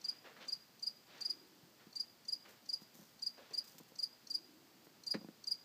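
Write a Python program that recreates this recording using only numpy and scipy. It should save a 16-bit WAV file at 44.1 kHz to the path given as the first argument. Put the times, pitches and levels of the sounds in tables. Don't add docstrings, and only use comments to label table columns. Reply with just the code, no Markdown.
import sys
import numpy as np
from scipy import signal
from scipy.fft import rfft, irfft, next_fast_len
from scipy.io import wavfile
from scipy.ndimage import uniform_filter1d

SR = 44100
rng = np.random.default_rng(int(sys.argv[2]) if len(sys.argv) > 2 else 0)


def digitize_waveform(pressure):
    field = np.atleast_2d(pressure).T
    bounded = np.clip(field, -1, 1)
    quanta = np.round(bounded * 32767).astype(np.int16)
    wavfile.write(sys.argv[1], SR, quanta)


N = 248724

# f/Hz, density/dB
HUSH_COLOUR = [(30, -33), (50, -21), (80, -10.5), (130, -2), (230, 1.5), (400, -5), (700, -6), (1100, -8.5),
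               (2200, -11), (4000, -11.5), (4750, -6.5), (5500, -12.5), (7600, -15.5), (9800, -24),
               (12000, -17.5), (14800, -14.5)]
# peak t/s, level/dB, rise/s, fade/s
DRONE_SWELLS = [(1.42, -68, 0.21, 0.39), (4.42, -68.5, 0.2, 0.68)]
# peak t/s, body level/dB, rise/s, fade/s, relative brightness/dB
RUSTLES = [(.11, -69, 0.13, 0.13, 0), (.258, -55.5, 0.019, 0.067, -8), (.37, -59.5, 0.011, 0.096, -10),
           (.422, -58, .024, 0.048, 0.5), (1.18, -63.5, 0.13, 0.12, -1), (1.805, -67, 0.016, .06, -5.5),
           (2.457, -60.5, 0.011, 0.077, -5.5), (3.385, -65.5, 0.016, 0.24, -2.5),
           (3.52, -71, 0.026, 0.046, 1)]
# f/Hz, density/dB
RUSTLE_BODY_COLOUR = [(40, -50), (100, -24), (200, -2), (520, 3), (800, 0), (1400, -0.5), (1800, 1.5),
                      (2300, -5.5), (3000, -15.5), (6000, -51)]
RUSTLE_EDGE_COLOUR = [(100, -53), (1500, -14), (2500, 1), (3600, 0), (5000, -5), (7500, -18), (10000, -39)]
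# t/s, relative level/dB, length (to 1/e)/s
CRACKLES = [(2.486, -67.5, 0.05), (2.813, -64.5, 0.019), (2.94, -69, 0.16), (3.64, -66, 0.031),
            (3.67, -66, 0.098), (3.782, -57, 0.011), (3.809, -62, 0.002), (3.832, -66.5, 0.0041),
            (3.88, -71.5, .02), (4.844, -69, 0.019)]
# f/Hz, density/dB
CRACKLE_COLOUR = [(1000, -9.5), (3500, -3.5), (6200, 3), (8000, -2), (10000, -7.5), (12000, -7),
                  (13500, 4.5), (15500, -4)]
# t/s, peak level before the low cut/dB, centre of the contact's spectrum f/Hz,
# contact length (to 1/e)/s
WOOD_CONTACTS = [(1.63, -55.5, 129, 0.0053), (1.868, -50.5, 198, .0043), (2.819, -49.5, 211, 0.0016),
                 (2.951, -55, 226, 0.013), (2.989, -52, 190, 0.011), (3.016, -56.5, 204, 0.013),
                 (3.38, -50, 505, 0.03), (3.51, -50.5, 396, .024), (3.744, -56.5, 193, 0.015),
                 (3.801, -49, 230, 0.011), (3.92, -52, 450, 0.0015), (4.869, -49.5, 268, 0.0021),
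                 (5.141, -36.5, 1880, 0.014), (5.144, -32, 324, 0.0056), (5.153, -40, 185, 0.027),
                 (5.213, -48.5, 277, 0.015), (5.246, -44.5, 236, 0.0015), (5.287, -42, 250, 0.0012)]
# f/Hz, relative level/dB, t60/s
WOOD_MODES = [(99, -23, 0.24), (173.4, -3.5, 0.12), (206, -0.5, 0.079), (260.6, -5.5, 0.05),
              (320, 0.5, 0.048), (446, -2.5, 0.05), (528, -1, 0.048), (740, 10.5, 0.0085),
              (974, 4.5, 0.016), (1420, 1.5, 0.018), (1750, 6, 0.012), (2370, 5, 0.0037), (3080, 3, 0.0022),
              (4150, 18.5, 0.0047)]
# first full stroke t/s, its level/dB, its starting pitch f/Hz, vigour/0-1,
# slip of the opening stroke/0-1, relative brush level/dB, full strokes/count
CHIRPS = [(.082, -31.7, 4927, .25, .2, -57.5, 1), (.521, -32.2, 4887, .1, .3, -62, 1),
          (.864, -32, 4931, .5, .1, -59, 1), (1.2486, -32.4, 4915, .3, 1, -61, 2),
          (1.9963, -32.1, 4885, 0, .8, -60, 1), (2.3209, -31.5, 4930, .35, 0, -59, 1),
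          (2.7283, -31.5, 4916, .15, 0, -58, 1), (3.2616, -31.3, 4880, 0, .2, -58, 1),
          (3.5739, -31.5, 4930, .85, .55, -63, 1), (4.0249, -31.5, 4920, 1, .2, -55.5, 1),
          (4.3397, -31.5, 4925, 1, .1, -52.5, 1), (5.1049, -30.8, 4918, .7, .7, -53.5, 1),
          (5.5086, -30.3, 4914, .75, 0, -52.5, 1)]
# f/Hz, relative level/dB
OVERTONE_RADIATION = [(9000, 7), (9380, -0.5), (9540, -4), (9700, -1), (9840, 4.5), (13800, -2),
                      (14300, -7), (14580, -12), (14760, -1)]
# f/Hz, width/Hz, relative level/dB
WING_MODES = [(4380, 306, 6.5), (4346, 120, 3.5), (5200, 400, -4), (5540, 105, 0.5), (6010, 740, 0),
              (6750, 1000, -8.5), (7950, 620, -10), (11700, 6200, -21)]
# delay t/s, level/dB
NEAR_ECHOES = [(0.005318, -12.7), (0.007234, -18.5), (0.010455, -17.3), (0.013529, -22.4), (0.01676, -20.5),
               (0.019509, -21.6), (0.025023, -22.0)]
# delay t/s, level/dB
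FAR_ECHOES = [(.0345, -21), (.0745, -30), (.0965, -30.5)]

HUSH_DB = -65.5
CUTOFF_HZ = 15350
BRUSH_LEAD_S, OPENING_LEAD_S, HURRY_S, REPEAT_S = .0655, .0393, .0021, .0467
FULL_S, FULL_STRETCH_S, FULL_END_HZ = .018, .0014, 4555
FULL_SWELL_DB, VIGOUR_SWELL_DB, FULL_RASP_DB = -1, 8.5, -24
OPENING_S, OPENING_DB, OPENING_SWELL_DB, OPENING_RASP_DB = .017, -2.5, -2, -17
OPENING_HZ, OPENING_END_HZ = 4832, 4555
SLIP_DB, SLIP_SWELL_DB, SLIP_RASP_DB = -2, 2, 5.5
SLIP_FLAT_HZ, SLIP_SAG_HZ = 45, 171
ATTACK_SHARE, RELEASE_SHARE = .58, .14
SQUEAK_AT_SHARE, SQUEAK_WIDTH_SHARE, CATCH_WIDTH_SHARE = .16, .13, .22
SAG_POWER = 4.45
BRIGHTEN_DB_PER_S = .72


def from_db(db):
    return 10 ** (np.asarray(db) / 20)


def rms_one(x):
    return x / np.sqrt(np.mean(x ** 2) + 1e-20)


def at_hz(points, hz):
    f, db = np.transpose(points)
    return np.interp(np.log(np.maximum(hz, 1)), np.log(f), db)


def add(out, t_s, sound):
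    i = int(np.clip(round(t_s * SR), 0, N))
    out[i:i + len(sound)] += sound[:N - i]


def noise(colour):
    gain = from_db(at_hz(colour, np.fft.rfftfreq(N, 1 / SR)))
    return rms_one(irfft(rfft(rng.standard_normal(N)) * gain, N))


def grain(depth_db, size):
    smoothed = uniform_filter1d(rng.standard_normal(N), size=size)
    return rms_one(from_db(depth_db * rms_one(smoothed)))


def resonate(x, hz, width_hz):
    r = np.exp(-np.pi * width_hz / SR)
    b = np.array([1, 0, -1]) * (1 - r * r) / 2
    a = [1, -2 * r * np.cos(2 * np.pi * hz / SR), r * r]
    return signal.lfilter(b, a, x + 1e-18)


def swell(peak_s, rise_s, fade_s):
    t = np.arange(N) / SR - peak_s
    rise = np.sin(np.pi / 2 * np.clip(1 + t / rise_s, 0, 1))
    return rise * np.exp(-np.maximum(t, 0) / fade_s)


def background(drone_hz=315, drone_width_hz=110):
    drone = rng.standard_normal(N)
    for _ in range(2):
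        drone = resonate(drone, drone_hz, drone_width_hz)
    level = sum(from_db(db) * swell(s, rise_s, fade_s) for s, db, rise_s, fade_s in DRONE_SWELLS)
    return from_db(HUSH_DB) * noise(HUSH_COLOUR) + level * rms_one(drone)


def rustles(edge_db=1, grain_db=1.0):
    body, edge = 0, 0
    for s, db, rise_s, fade_s, bright_db in RUSTLES:
        slide = from_db(db) * swell(s, rise_s, fade_s)
        body = np.hypot(body, slide)
        edge = np.hypot(edge, slide * from_db(bright_db + edge_db))
    grip = grain(grain_db, size=200)
    return grip * (body * noise(RUSTLE_BODY_COLOUR) + edge * noise(RUSTLE_EDGE_COLOUR))


def crackles(grain_db=4, gain_db=3.5):
    bursts, t = np.zeros(N), np.arange(SR // 4) / SR
    for s, db, length_s in CRACKLES:
        add(bursts, s, from_db(db) * np.exp(-(t / length_s) ** 2))
    return from_db(gain_db) * bursts * grain(grain_db, size=50) * noise(CRACKLE_COLOUR)


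def wood_contacts(scuff=0.26, spread=0.56, low_cut_hz=90):
    out, t = np.zeros(N), np.arange(SR // 4) / SR
    body = sum(from_db(db - 60 * t / t60_s) * np.cos(2 * np.pi * hz * t) for hz, db, t60_s in WOOD_MODES)
    for s, db, centre_hz, length_s in WOOD_CONTACTS:
        scuffing = scuff * rng.standard_normal(len(t)) * np.exp(-t / length_s)
        contact = resonate((t == 0) + scuffing, centre_hz, spread * centre_hz)
        ringing = signal.fftconvolve(contact, body)[:len(t)]
        add(out, s, from_db(db) * ringing / np.abs(ringing).max())
    return signal.sosfilt(signal.butter(2, low_cut_hz, "high", fs=SR, output="sos"), out)


def wing_rasp(impacts_per_s=4500):
    impacts = rng.standard_normal(N) * (rng.random(N) < impacts_per_s / SR)
    rasp = np.zeros(N)
    for k, (hz, width_hz, db) in enumerate(WING_MODES):
        first_wing = resonate(np.roll(impacts, 97 * k), hz, width_hz)
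        rasp += from_db(db) * resonate(first_wing, hz, width_hz)
    return rms_one(rasp)


def wing_brushes(length_s=0.015, pitch_hz=4540, rasp_db=-1.0, tone_db=-6):
    touches, touch = np.zeros(N), np.hanning(int(length_s * SR))
    for s, _, _, _, _, brush_db, _ in CHIRPS:
        add(touches, s - BRUSH_LEAD_S - length_s / 2, from_db(brush_db) * touch)
    tone = np.sin(2 * np.pi * pitch_hz * np.arange(N) / SR)
    return touches * (from_db(tone_db) * tone + from_db(rasp_db) * wing_rasp())


def scraper_force(u):
    ramp = np.minimum(u / ATTACK_SHARE, (1 - u) / RELEASE_SHARE)
    return np.sin(np.pi / 2 * np.clip(ramp, 0, 1))


def strokes():
    rows = []
    for s, db, hz, vigour, slip, _, count in CHIRPS:
        rows.append((s - OPENING_LEAD_S + HURRY_S * vigour, OPENING_S, db + OPENING_DB + SLIP_DB * slip,
                     OPENING_HZ - SLIP_FLAT_HZ * slip, OPENING_END_HZ - SLIP_SAG_HZ * slip,
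                     OPENING_SWELL_DB + SLIP_SWELL_DB * slip, OPENING_RASP_DB + SLIP_RASP_DB * slip))
        for k in range(count):
            rows.append((s + k * REPEAT_S, FULL_S + FULL_STRETCH_S * vigour, db, hz, FULL_END_HZ,
                         FULL_SWELL_DB + VIGOUR_SWELL_DB * vigour, FULL_RASP_DB))
    return rows


def wing_strokes(flutter=0.019, catch_at=0.029, catch_db=-3, scrape_db=-22, overtone_db=-27.0,
                 linger_s=0.014, linger_db=-4):
    tone, scrape = np.zeros(N), np.zeros(N)
    unevenness = 1 + flutter * rms_one(resonate(rng.standard_normal(N), 320, 340))
    for s, length_s, db, start_hz, end_hz, swell_db, rasp_db in strokes():
        u = np.linspace(0, 1, int(length_s * SR))
        hz = start_hz + (end_hz - start_hz) * u ** SAG_POWER
        phase = 2 * np.pi * np.cumsum(hz) / SR
        force = scraper_force(u) * from_db(db + swell_db * (u - .5))
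        overtones = sum(from_db(at_hz(OVERTONE_RADIATION, k * hz)) * np.sin(k * phase) for k in (2, 3))
        overtone_gain = from_db(overtone_db + BRIGHTEN_DB_PER_S * s)
        add(tone, s, force * (np.sin(phase) + overtone_gain * overtones))
        catch = np.exp(-((u - .5 - catch_at) / CATCH_WIDTH_SHARE) ** 2)
        add(scrape, s - length_s / 2, from_db(db + rasp_db + catch_db) * catch)
        bite = np.exp(-((u - SQUEAK_AT_SHARE) / SQUEAK_WIDTH_SHARE) ** 2)
        add(tone, s, from_db(db + rasp_db) * np.sin(1.5 * phase) * bite)
        add(scrape, s, force * from_db(scrape_db) * (.5 + u) / 2)
    keep = np.exp(-1 / (linger_s * SR))
    lingering_power = signal.lfilter([1 - keep], [1, -keep], scrape ** 2 + 1e-18)
    scattered = from_db(linger_db) * np.sqrt(lingering_power)
    return tone * unevenness + np.hypot(scrape, scattered) * wing_rasp()


def surroundings(x, tail_db=-26, t60_s=0.5, build_up_s=0.046, ring_hz=4900, ring_width_hz=170, broad_db=-11):
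    t, size = np.arange(SR) / SR, next_fast_len(N + SR)
    hz = np.fft.rfftfreq(size, 1 / SR)

    def echo_response(table):
        return sum(from_db(db) * np.exp(-2j * np.pi * hz * delay_s) for delay_s, db in table)

    tail = rng.standard_normal(SR) * from_db(-60 * t / t60_s) * (1 - np.exp(-t / build_up_s))
    tail *= from_db(tail_db) / np.linalg.norm(tail)
    carried = resonate(x, ring_hz, ring_width_hz) + from_db(broad_db) * x
    near = rfft(x, size) * echo_response(NEAR_ECHOES)
    far = rfft(carried, size) * (echo_response(FAR_ECHOES) + rfft(tail, size))
    return x + irfft(near + far, size)[:N]


def scene():
    around = background() + rustles() + crackles() + wood_contacts()
    cricket = surroundings(wing_brushes() + wing_strokes())
    return (around + cricket)[None]


def record(dry):
    return signal.sosfilt(signal.ellip(12, .1, 70, CUTOFF_HZ, fs=SR, output="sos"), dry)


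dry = scene()
out = record(dry)
digitize_waveform(out)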